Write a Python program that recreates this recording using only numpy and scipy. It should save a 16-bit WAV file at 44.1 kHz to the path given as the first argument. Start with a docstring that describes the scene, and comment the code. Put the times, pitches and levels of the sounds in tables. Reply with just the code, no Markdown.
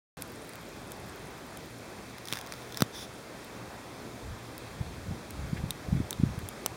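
"""An icy gully, heard by a small hand-held camera at a belay: spindrift hisses down in steady wind.
Ice grains tick on the camera and set its case ringing. Climbing gear shifts under load, crackles
and ends in a hollow knock, while a nylon sleeve swishes and creases. Towards the end, gusts
rumble on the microphone port and single eddies thump against it."""
import sys
import numpy as np
from scipy import signal
from scipy.fft import rfft, irfft, next_fast_len
from scipy.io import wavfile
from scipy.ndimage import uniform_filter1d, map_coordinates

SR = 44100
rng = np.random.default_rng(int(sys.argv[2]) if len(sys.argv) > 2 else 0)


def pcm_store(signal):
    """Save signal as 16-bit PCM."""
    levels = np.round(np.clip(np.atleast_2d(signal), -1, 1) * 32767)
    wavfile.write(sys.argv[1], SR, levels.astype(np.int16).T)


N = 298116
TIME = np.arange(N) / SR
START_S = 0.17  # silence until here

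# The tone of a dry click, for gear and creasing nylon. Each row: frequency in Hz, relative level in dB.
CLICK_SPECTRUM = [(100, -11), (1000, -10.5), (1700, -4), (2400, -1.5), (3600, 0.5), (4400, -2), (5400, 1),
                  (7400, -7), (10000, -4), (12500, -8), (15000, -5.5), (17000, -8)]


def amp(db):
    return 10 ** (np.asarray(db) / 20)


def unit(x):
    return x / np.sqrt(np.mean(x ** 2) + 1e-20)


def wobble(rate):
    """A smooth random curve, rate knots a second."""
    return map_coordinates(rng.standard_normal(int(N * rate / SR) + 4), [TIME * rate])


def swell(s, half_length, steepness=2):
    """A smooth rise and fall around time s, 1 at its crest."""
    return np.exp(-np.abs((TIME - s) / half_length) ** steepness)


def gain(points, hz):
    """Gain of (Hz, dB) points joined on a log axis."""
    f, db = np.transpose(points)
    return amp(np.interp(np.log(hz + 1), np.log(f + 1), db))


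def filtered(x, response):
    """x through a complex frequency response."""
    size = next_fast_len(N + SR // 4)
    return irfft(rfft(x, size) * response(np.fft.rfftfreq(size, 1 / SR)), size)[:N]


def resonance(f, hz, width):
    """Causal response of one damped mode."""
    return 1j * f * width / (hz * hz - f * f + 1j * f * width)


def band(x, hz, width_hz):
    """x through the same resonance twice."""
    return filtered(x, lambda f: resonance(f, hz, width_hz) ** 2)


def snap(points, size=512):
    """The shortest causal pulse with this spectrum, energy 1."""
    cepstrum = irfft(np.log(gain(points, np.fft.rfftfreq(size, 1 / SR))))
    cepstrum[1:size // 2] *= 2
    cepstrum[size // 2 + 1:] = 0
    pulse = irfft(np.exp(rfft(cepstrum)))
    return pulse / np.linalg.norm(pulse)


def rush(spectrum, patchy_db):
    """Coloured noise of rms 1 with drifting patches of gain."""
    frames = signal.stft(rng.standard_normal(N), nperseg=512)[2]
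    patches = uniform_filter1d(rng.standard_normal(frames.shape), size=7, axis=0)
    patches = uniform_filter1d(patches, size=16, axis=1)
    noise = signal.istft(frames * amp(patchy_db * unit(patches)), nperseg=512)[1][:N]
    return unit(filtered(noise, lambda hz: gain(spectrum, hz)))


def contact(chatter, t60, size=512):
    """Force of a hard contact: one spike, then a dying chatter; energy 1."""
    force = rng.standard_normal(size) * amp(-60 * np.arange(size) / SR / t60)
    force *= chatter / np.linalg.norm(force)
    force[0] = 1
    return force / np.linalg.norm(force)


def add(track, s, sound):
    """Mix a sound into the track at time s."""
    part = track[max(round(s * SR), 0):][:len(sound)]
    part += sound[:len(part)]


def gully():
    """Wind roars softly over a faint low drone while fine snow slides over the ice."""
    # The dark roar of the wind. Each row: frequency in Hz, relative level in dB.
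    wind_spectrum = [(20, -37), (45, -6), (80, -5.5), (120, -6), (170, -3), (300, -2.5), (500, -5.5),
                     (800, -8.5), (1400, -12), (2500, -16.5), (3500, -32.5), (6000, -86)]
    # The bright hiss of sliding snow. Each row: frequency in Hz, relative level in dB.
    snow_spectrum = [(300, -25), (1500, -21), (2600, -1.5), (3500, 1.5), (6000, -3), (10000, -7),
                     (13000, -8.5), (16000, -16)]
    rise_db = 0.13 * TIME  # the wind slowly picks up and carries more snow
    wind = amp(-46 + rise_db + 0.52 * wobble(5.2)) * rush(wind_spectrum, patchy_db=1.13)
    snow = amp(-54.5 + rise_db + 0.27 * wobble(10)) * rush(snow_spectrum, patchy_db=0.7)
    drone = unit(band(rng.standard_normal(N), hz=117.5, width_hz=15.4))
    return wind + snow + amp(-57) * drone


def sizzle(count=130):
    """The finest grains patter at random high pitches, thinning out as the spindrift passes."""
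    base_db, spread_db, fade_db_per_s = -46, 13.5, 1.5
    thinning_s, lowest_hz, range_hz = 1.3, 8500, 7000
    out, t = np.zeros(N), np.arange(SR // 300) / SR
    for when, pitch, size in rng.random((count, 3)):
        s = START_S - thinning_s * np.log(1 - when)
        cycles = t * (lowest_hz + range_hz * pitch)
        db = base_db - fade_db_per_s * s + spread_db * size ** 2
        add(out, s, amp(db - 2.1 * cycles) * np.sin(2 * np.pi * cycles))
    return out


def sleeve():
    """Stiff nylon crackles as it bends and swishes as it slides; later it gives one dull scuff."""
    # Arm strokes. Each row: middle in seconds, half length in seconds, swish in dB, crackle in dB.
    strokes = [(2.34, .06, -52, -46.5), (2.62, 0.17, -62, -57), (2.803, .042, -50, -53),
               (2.996, 0.06, -45, -57)]
    # The swish of rubbing nylon. Each row: frequency in Hz, relative level in dB.
    nylon_spectrum = [(200, -14), (1200, -5), (2700, -9), (3450, 3), (3750, 1), (4300, -11), (4950, 1),
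                      (6100, -1), (7200, -14), (9000, -12), (10400, -6), (12300, -16), (14700, -10),
                      (16000, -16)]
    folds_per_s = 1500  # tiny snaps of the creasing cloth
    sliding, bending = np.zeros((2, N))
    for s, half_length, swish_db, crackle_db in strokes:
        speed = swell(s, half_length, steepness=4.5)  # an arm starts and stops faster than a gust
        sliding += amp(swish_db) * speed
        bending += amp(crackle_db) * speed
    folds = (rng.random(N) < folds_per_s / SR) * rng.standard_normal(N)
    crisp = unit(np.convolve(folds, snap(CLICK_SPECTRUM))[:N])
    dull = unit(band(folds, hz=1800, width_hz=2000))
    crackle = unit(crisp + amp(-4) * dull)
    rasp = unit(band(rng.standard_normal(N), hz=1950, width_hz=1300))
    scuff = amp(-43) * swell(s=5.575, half_length=0.009) * rasp
    case_ring = unit(band(rng.standard_normal(N), hz=3560, width_hz=180))  # driven by the rubbing
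    swish = rush(nylon_spectrum, patchy_db=0.7) + amp(-8) * case_ring
    return sliding * swish + bending * crackle + scuff


def gusts():
    """Turbulence rumbles on the port as gusts pass; each big eddy is one push and pull of pressure."""
    # Gusts at the port. Each row: crest in seconds, level in dB, half length in seconds.
    swells = [(1.033, -50, .1), (4.3, -41.5, .07), (4.877, -45.5, 0.23), (5.106, -35.5, 0.037),
              (5.412, -39.5, 0.076), (5.62, -38.5, 0.12), (5.97, -31.5, 0.073), (6.268, -33, 0.069),
              (6.44, -40.5, 0.032), (6.74, -48.5, 0.076)]
    # The rumble of turbulence. Each row: frequency in Hz, relative level in dB.
    rumble_spectrum = [(20, -26), (42, -6.5), (80, 1), (130, -0.5), (200, -9), (330, -19), (500, -31),
                       (1000, -66)]
    # Single eddies that hit the port. Each row: middle in seconds, relative level in dB, pitch in Hz.
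    eddies = [(4.813, -23, 117), (5.112, -27, 149), (5.533, -20, 150), (5.641, -21.5, 134),
              (5.888, -24, 140), (5.930, -14.5, 139), (5.953, -21, 150), (6.004, -21.5, 227),
              (6.201, -20, 169), (6.237, -10.5, 178), (6.381, -25, 119)]
    strength = sum(amp(db) * swell(s, half_length) for s, db, half_length in swells)
    out = strength * rush(rumble_spectrum, patchy_db=0.5)
    for s, db, hz in eddies:
        phase = 2 * np.pi * hz * np.arange(-SR // 50, SR // 50) / SR
        thump = -amp(db + 2.0) * np.sin(phase) / np.cosh(phase / 1.72)
        add(out, s - len(phase) / 2 / SR, thump)
    return out


def ice_grains():
    """Grains snap on the camera and ring briefly; the heavier ones also knock its case."""
    # Grain hits. Each row: start in seconds, relative level in dB, ring send in dB, ring pitch in Hz.
    hits = [(0.2219, -22, -23, 3960), (0.4932, -34.5, -21, 4930), (0.5352, -37, -10, 4760),
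            (0.556, -34, -19, 4680), (0.9195, -26.5, -27, 3750), (1.5728, -32.5, -13, 3200),
            (3.4467, -38, -12, 3840), (4.58, -31.5, -11, 5200), (5.307, -29.5, -22, 3880),
            (5.707, -19, -8, 3740), (6.1077, -20.5, -8, 6230), (6.129, -27.5, -1.5, 3680),
            (6.3909, -34, -16, 3290), (6.488, -24, -21, 3470), (6.6615, -11.5, -10.5, 6100)]
    # The brittle snap of ice. Each row: frequency in Hz, relative level in dB.
    snap_spectrum = [(300, -23.5), (3000, -4.5), (5000, -9), (7300, -7.5), (9500, -2.5), (11500, 0),
                     (13800, -4.5), (16500, -2.5)]
    heavy_db, knock_slope = -10, 1.1  # a heavy grain; dB of knock share lost per dB lighter
    bright, ring, knock = np.zeros((3, N))
    t = np.arange(SR // 50) / SR
    for s, db, ring_db, ring_hz in hits:
        force = amp(db) * contact(chatter=2.6, t60=0.0068)
        cycles = t * ring_hz
        ring_level = amp(db + ring_db - 1.76 * cycles)  # loses the same share each cycle
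        knock_share = amp(-11 + knock_slope * (db - heavy_db))
        add(bright, s, force)
        add(ring, s, ring_level * np.sin(2 * np.pi * cycles))
        add(knock, s, knock_share * force)
    snaps = np.convolve(bright, snap(snap_spectrum))[:N]
    return amp(13.5) * snaps + amp(6) * ring + amp(23) * band(knock, hz=650, width_hz=1900)


def gear():
    """Slings and karabiners settle in dry clicks, ending in a hollow knock on the camera."""
    # Gear shifting under load. Each row: start in seconds, relative level in dB, dull send in dB.
    shifts = [(2.1833, -32, -2), (2.255, -30.5, -16), (2.2742, -28.5, -9), (2.2852, -27, -16),
              (2.326, -14.5, -4), (2.335, -19.5, -2), (2.356, -27, -4), (2.3717, -26.5, 1),
              (2.3885, -25.5, -9), (2.4128, -28, -14), (2.464, -32.5, -6), (2.4723, -32.5, -5),
              (2.523, -24.5, -5), (2.538, -30, -3), (2.724, -30, -13), (2.745, -29, -12),
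              (2.7729, -18, -11), (2.8064, -17.5, 0), (2.8212, -9, -13)]
    # Blows that reach the camera body. Each row: start in seconds, relative level in dB.
    knocks = [(2.3263, -25), (2.8072, -23), (2.8217, -7)]
    # Modes of the camera body. Each row: pitch in Hz, relative level in dB, 60 dB decay in seconds.
    body_modes = [(142, -13.5, 0.033), (213, 1, 0.013), (557, -3, 0.0044), (1250, -5.5, 0.0054)]
    clicks, dull, thud = np.zeros((3, N))
    for s, db, dull_db in shifts:
        force = amp(db) * contact(chatter=1.3, t60=0.0075)
        add(clicks, s, force)
        add(dull, s, amp(dull_db) * force)
    t = np.arange(SR // 10) / SR
    body_ring = sum(amp(db - 60 * t / t60) * np.sin(2 * np.pi * hz * t) for hz, db, t60 in body_modes)
    for s, db in knocks:
        add(thud, s, -amp(db) * body_ring)
    snaps = np.convolve(clicks, snap(CLICK_SPECTRUM))[:N]
    snaps = filtered(snaps, lambda f: 1 + amp(-2) * resonance(f, 3550, 260))  # the case rings on briefly
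    tock = band(dull, hz=1200, width_hz=2200)
    thud = signal.sosfilt(signal.butter(3, 120, "highpass", fs=SR, output="sos"), thud)
    return amp(10) * snaps + amp(18) * tock + thud


def scene():
    """The bed of wind and snow with the close sounds on top, in mono."""
    return (gully() + gusts() + ice_grains() + sizzle() + gear() + sleeve())[None]


def record(dry):
    """The camera opens after a moment, has three notches and cuts the top treble steeply."""
    # Notches in the camera's response. Each row: centre in Hz, width in Hz.
    notches = [(2900, 184), (7850, 87), (11750, 1400)]
    top_hz = 16100
    response = lambda f: np.prod([1 - resonance(f, hz, width) for hz, width in notches], axis=0)
    sound = filtered(dry[0], response) * (TIME > START_S)
    return filtered(sound, lambda hz: 1 / np.sqrt(1 + (hz / top_hz) ** 200))[None]


dry = scene()
out = record(dry)
pcm_store(out)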